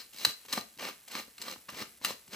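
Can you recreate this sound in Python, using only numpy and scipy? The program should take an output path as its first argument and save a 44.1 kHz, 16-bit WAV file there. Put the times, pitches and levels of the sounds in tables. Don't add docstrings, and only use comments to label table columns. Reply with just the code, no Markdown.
import sys
import numpy as np
from scipy import signal
from scipy.fft import rfft, irfft, next_fast_len
from scipy.io import wavfile
from scipy.ndimage import map_coordinates

SR = 44100
rng = np.random.default_rng(int(sys.argv[2]) if len(sys.argv) > 2 else 0)


def dump_mix(stems):
    frames = np.atleast_2d(stems).T
    limited = np.clip(frames, -1, 1)
    pcm = np.round(limited * 32767).astype(np.int16)
    wavfile.write(sys.argv[1], SR, pcm)


N = 103635
T = np.arange(N) / SR

# first bite/dB, bass/dB, treble/dB, burr ring/dB, left over right/dB
STROKES = [(-0.12, -0.06, 0.0084, -48, -12, -8, 2.5, 1.5, 4),
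           (0.127, 0.205, 0.31, -47.5, -19.5, -1, 5.5, -4, 2),
           (0.483, 0.555, 0.590, -42, -9, -1.5, 0.5, -10, 3.5),
           (0.787, 0.830, 0.89, -38.5, -8.5, 1, -3, -16, 1.5),
           (1.076, 1.160, 1.2, -39.5, -20, -1, -1, -8.5, 1.5),
           (1.395, 1.478, 1.529, -44.5, -12, 2.5, 0, -12, 1),
           (1.700, 1.798, 1.825, -40.5, -17, 3, -1, -14, 2.5),
           (2.020, 2.062, 2.112, -42, -13.5, 0.5, 0.5, -7.5, 2.5),
           (2.295, 2.335, 2.34, -42.5, -26.5, 2, -0.5, -7, 2)]
# t/s, length/s, dull knock/dB, crack/dB, burr ring/dB, bright snap/dB
CRACKS = [(0.1327, 0.0047, -62, -68, -68, -50), (0.1445, .003, -59, -64, -57, -48),
          (0.1620, 0.0022, -75, -68, -51, -45), (0.184, 0.0043, -63, -51, -44, -44),
          (0.2486, 0.0045, -40, -21.5, -17, -22.5), (0.4490, 0.0078, -59, -56.5, -73, -54.5),
          (0.46, 0.0032, -74, -70, -60, -50.5), (0.5256, 0.0055, -42.5, -35, -28, -32),
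          (0.5324, 0.0054, -36.5, -30, -42, -31.5), (0.5750, 0.0039, -26.5, -34.5, -33, -46),
          (0.5850, 0.0024, -52, -42, -38, -54), (0.61, 0.0015, -69, -48, -36.5, -42),
          (0.7750, 0.0018, -82, -68, -49, -51), (0.7935, 0.0043, -58, -40.5, -46.5, -62),
          (0.851, 0.0037, -44, -39, -47, -60), (0.885, .003, -53, -39.5, -55, -45),
          (1.0780, 0.0079, -62, -51, -54, -46.5), (1.111, 0.0072, -58, -55.5, -50, -47),
          (1.115, 0.0065, -68, -51, -55, -44), (1.1520, 0.0021, -31.5, -32.5, -33, -45),
          (1.2790, 0.0042, -52, -69, -70, -71), (1.1900, 0.0021, -50, -54, -41, -48),
          (1.3805, 0.0049, -61, -47, -50.5, -48), (1.4154, 0.0041, -53, -49, -40, -36.5),
          (1.4212, 0.0037, -55, -54, -41, -37.5), (1.4806, 0.0042, -43, -43, -38, -47),
          (1.512, 0.0025, -68, -48, -40, -41), (1.56, 0.0016, -45, -47, -66, -66),
          (1.6830, 0.011, -50.5, -51, -61, -61), (1.6887, 0.005, -41, -40, -57, -59),
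          (1.698, 0.0062, -52, -61, -53, -44.5), (1.7320, 0.0017, -59, -48, -58, -55),
          (1.7465, 0.0032, -56, -44, -64, -63), (2.0136, 0.0033, -47, -52, -68, -69),
          (2.0393, 0.0041, -50, -48, -49, -42), (2.047, 0.0035, -35, -26.5, -25, -23.5),
          (2.0555, .003, -51, -49, -33, -34), (2.1048, 0.0033, -34, -47, -56, -56),
          (2.277, 0.0067, -60, -63.5, -62, -54.5), (2.3315, 0.0058, -48.5, -40.5, -58, -56)]
# t/s, level/dB
GRIPS = [(0.045, -68.5), (0.135, -66), (0.261, -46.5), (0.451, -64.5), (0.520, -62), (0.578, -52.5),
         (0.625, -69), (0.765, -62.5), (1.395, -61), (1.560, -61.5), (1.721, -54), (1.815, -56.5),
         (1.865, -65), (1.929, -74), (2.010, -61), (2.120, -62), (2.279, -59), (2.327, -58)]
# f/Hz, width/Hz, lift/dB
MILL_MODES = [(219, 50, 5), (508, 160, 3), (1192, 51, 7.5), (1580, 43, 0.5), (1950, 120, 2.5),
              (2244, 97, 4.5), (2804, 280, 4.5), (4050, 230, 5), (4800, 160, 2.5), (5260, 150, 5.5),
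              (6165, 240, 5), (6360, 64, 5.5)]
# f/Hz, level/dB
CRUNCH_EQ = [(40, -23), (110, -20.5), (200, -3), (400, -1.5), (1000, -3.5), (2400, -2.5), (3400, -5),
             (4500, -4), (7000, -10), (11000, -12), (14500, -7)]
KNOCK_EQ = [(50, -23.5), (130, -12.5), (250, 0.5), (500, -4), (1100, 1), (1800, -12.5), (5000, -37),
            (15000, -64)]
CRACK_EQ = [(100, -23), (600, -8.5), (1700, 0.5), (2800, -3.5), (5000, -8.5), (15000, -27.5)]
RING_EQ = [(200, -29.5), (3000, -24), (3700, -11), (4050, 4), (4600, -2.5), (6500, -15), (15000, -35)]
SNAP_EQ = [(200, -30), (3000, 1.5), (5500, -2), (8300, 0.5), (11000, -3), (14500, -1.5)]
THUD_EQ = [(20, -50), (50, -12), (100, -4.5), (180, -8), (300, -2.5), (1000, -48), (15000, -76)]
PATTER_EQ = [(200, -24), (2000, -3), (5000, -5.5), (8000, -2.5), (11000, 1.5), (14500, -2.5)]
FLOOR_EQ = [(20, -38), (35, -18), (55, -1.5), (110, -8.5), (250, -5.5), (1000, -14.5), (4000, -16),
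            (15000, -21.5)]
# f/Hz, T60/s
KITCHEN_T60 = [(150, 0.32), (1000, .27), (4000, 0.29), (8000, 0.31), (15000, 0.19)]
# f/Hz, phase/rad
LEFT_LEAD = [(100, 0), (2000, 0.59), (2700, 0.93), (4100, 0.63), (6000, 0.044), (6900, -1.13),
             (7700, -0.64)]

TOP_HZ = 15800


def crunch(release_db_per_s=537, coast_db=-25.5, coast_db_per_s=62, rub_db=-2, clumps_per_s=260,
           bass_hz=470, treble_hz=3130):
    bass, middle, treble, burr = np.zeros((4, N))
    for bite_s, full_s, release_s, db, bite_db, bass_db, treble_db, burr_db, _ in STROKES:
        after_s = np.maximum(T - release_s, 0)
        stop = amp(-release_db_per_s * after_s) * (1 - amp(coast_db))
        coast = amp(coast_db - coast_db_per_s * after_s)
        pressure = (T >= bite_s) * amp(np.interp(T, [bite_s, full_s], [bite_db, 0])) * (stop + coast)
        bass += amp(db + bass_db) * pressure ** 1.22
        middle += amp(db) * pressure
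        treble += amp(db + treble_db) * pressure
        burr += amp(db + burr_db) * pressure
    fragments = grains(per_s=2200, spread_db=3)
    rubbing = amp(rub_db) * rng.standard_normal(N)
    breaks = (fragments + rubbing) / np.hypot(1, amp(rub_db))
    breaks *= amp(1.03 * wobble(clumps_per_s))
    bass, middle, burr = (band * amp(2 * wobble(clumps_per_s)) for band in (bass, middle, burr))
    force = breaks * middle
    force += filtered(breaks * (bass - middle), lambda hz: 1 / (1 + (hz / bass_hz) ** 2))
    force += filtered(breaks * (treble - middle), lambda hz: hz ** 4 / (hz ** 4 + treble_hz ** 4))
    teeth = burr * grains(per_s=1500, spread_db=3)
    return mill(force, CRUNCH_EQ) + mill(teeth, RING_EQ)


def cracks():
    forces = np.zeros((4, N))
    for start_s, length_s, *levels_db in CRACKS:
        age = T[:SR // 20] / length_s
        envelope = (1 - np.exp(-10 * age)) * np.exp(-age ** 2 / 2)
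        bursts = amp(levels_db)[:, None] * envelope * rng.standard_normal((4, len(age)))
        span = forces[:, round(start_s * SR):][:, :len(age)]
        span += bursts[:, :span.shape[1]]
    return sum(mill(force, eq) for force, eq in zip(forces, (KNOCK_EQ, CRACK_EQ, RING_EQ, SNAP_EQ)))


def mill(force, eq):
    def response(hz):
        lift_db = sum(db / (1 + (2 * (hz - mode_hz) / width_hz) ** 2)
                      for mode_hz, width_hz, db in MILL_MODES)
        return causal(unit_power(colour(eq, hz) * amp(lift_db), hz))
    return filtered(force, response)


def grips(rise_s=0.01):
    envelope = np.zeros(N)
    for start_s, db in GRIPS:
        age = np.maximum(T - start_s, 0) / rise_s
        envelope += amp(db) * age * np.exp(1 - age)
    return envelope * filtered(rng.standard_normal(N), lambda hz: colour(THUD_EQ, hz))


def patter(level_db=-60, sway_db=1.3, fall_s=0.08):
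    landings_s = [stroke[2] + fall_s for stroke in STROKES]
    cycle = np.interp(T, landings_s, np.arange(len(landings_s)))
    shower_db = sway_db * (np.cos(2 * np.pi * cycle) + 0.4 * wobble(per_s=25))
    impacts = filtered(grains(per_s=1800, spread_db=2), lambda hz: causal(colour(PATTER_EQ, hz)))
    return amp(level_db + shower_db) * impacts


def kitchen(x, early_db=-11.5, early_t60_s=0.054, tail_db=-11, tail_rise_s=0.0015, apart_hz=330):
    t = T[:SR // 2]
    mid, side, early = rng.standard_normal((3, N))
    highpass = lambda hz: hz ** 2 / (hz ** 2 + apart_hz ** 2)
    side, early = filtered(np.array([side, early]), highpass)[:, :len(t)]
    hz, age_s, spectra = signal.stft(mid[:len(t)] + np.array([side, -side]), SR, nperseg=256)
    decay = amp(-60 * age_s / log_interp(KITCHEN_T60, hz)[:, None])
    tail = signal.istft(spectra * decay, SR, nperseg=256)[1][:, :len(t)]
    tail *= 1 - np.exp(-(t / tail_rise_s) ** 2)
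    early = np.array([early, -early]) * amp(-60 * t / early_t60_s)
    response = amp(tail_db) * tail / np.linalg.norm(tail.mean(0))
    response += amp(early_db) * early / np.linalg.norm(early[0])
    return signal.fftconvolve(x[None], response, axes=1)[:, :N]


def background(gain_db=-70, apart=0.58):
    noise = rng.standard_normal(N) + apart * rng.standard_normal((2, N))
    return amp(gain_db) * filtered(noise, lambda hz: colour(FLOOR_EQ, hz))


def grains(per_s, spread_db):
    hits = (rng.random(N) < per_s / SR) * rng.choice([-1, 1], N)
    x = hits * amp(spread_db * np.minimum(rng.exponential(size=N), 3))
    return x / np.sqrt(np.mean(x ** 2))


def wobble(per_s):
    return map_coordinates(rng.standard_normal(int(N * per_s / SR) + 4), [T * per_s])


def amp(db):
    return 10 ** (np.asarray(db) / 20)


def log_interp(points, hz):
    knots_hz, values = np.transpose(points)
    return np.interp(np.log(hz + 1), np.log(knots_hz + 1), values)


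def unit_power(gain, hz):
    return gain / np.sqrt(np.mean(gain ** 2 * (hz < TOP_HZ)))


def colour(eq, hz):
    return unit_power(amp(log_interp(eq, hz)), hz)


def causal(gain):
    cepstrum = irfft(np.log(np.maximum(gain, 1e-6)))
    half = len(cepstrum) // 2
    cepstrum[1:half] *= 2
    cepstrum[half + 1:] = 0
    return np.exp(rfft(cepstrum))


def filtered(x, response):
    size = 2 * next_fast_len(N // 2 + SR // 4)
    return irfft(rfft(x, size) * response(np.fft.rfftfreq(size, 1 / SR)), size)[..., :N]


def scene():
    grinding = crunch() + cracks()
    pan_db = np.interp(T, [stroke[1] for stroke in STROKES], [stroke[-1] for stroke in STROKES])
    placed = (grinding + kitchen(grinding)) * amp(np.array([pan_db, -pan_db]) / 2)
    mix = placed + grips() + patter() + background()
    return filtered(mix, lambda hz: np.exp(0.5j * np.outer([1, -1], log_interp(LEFT_LEAD, hz))))


def record(dry, shared_hz=7500, lag_from_hz=8050, left_lag_s=0.000331):
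    def lag(hz):
        return np.exp(-1j * np.pi * left_lag_s * np.outer([1, -1], np.maximum(hz - lag_from_hz, 0)))
    lower = filtered(dry, lambda hz: hz < shared_hz)
    shared = filtered(dry[0], lambda hz: (hz >= shared_hz) * lag(hz))
    return filtered(lower + shared, lambda hz: 1 / np.sqrt(1 + (hz / TOP_HZ) ** 240))


dry = scene()
out = record(dry)
dump_mix(out)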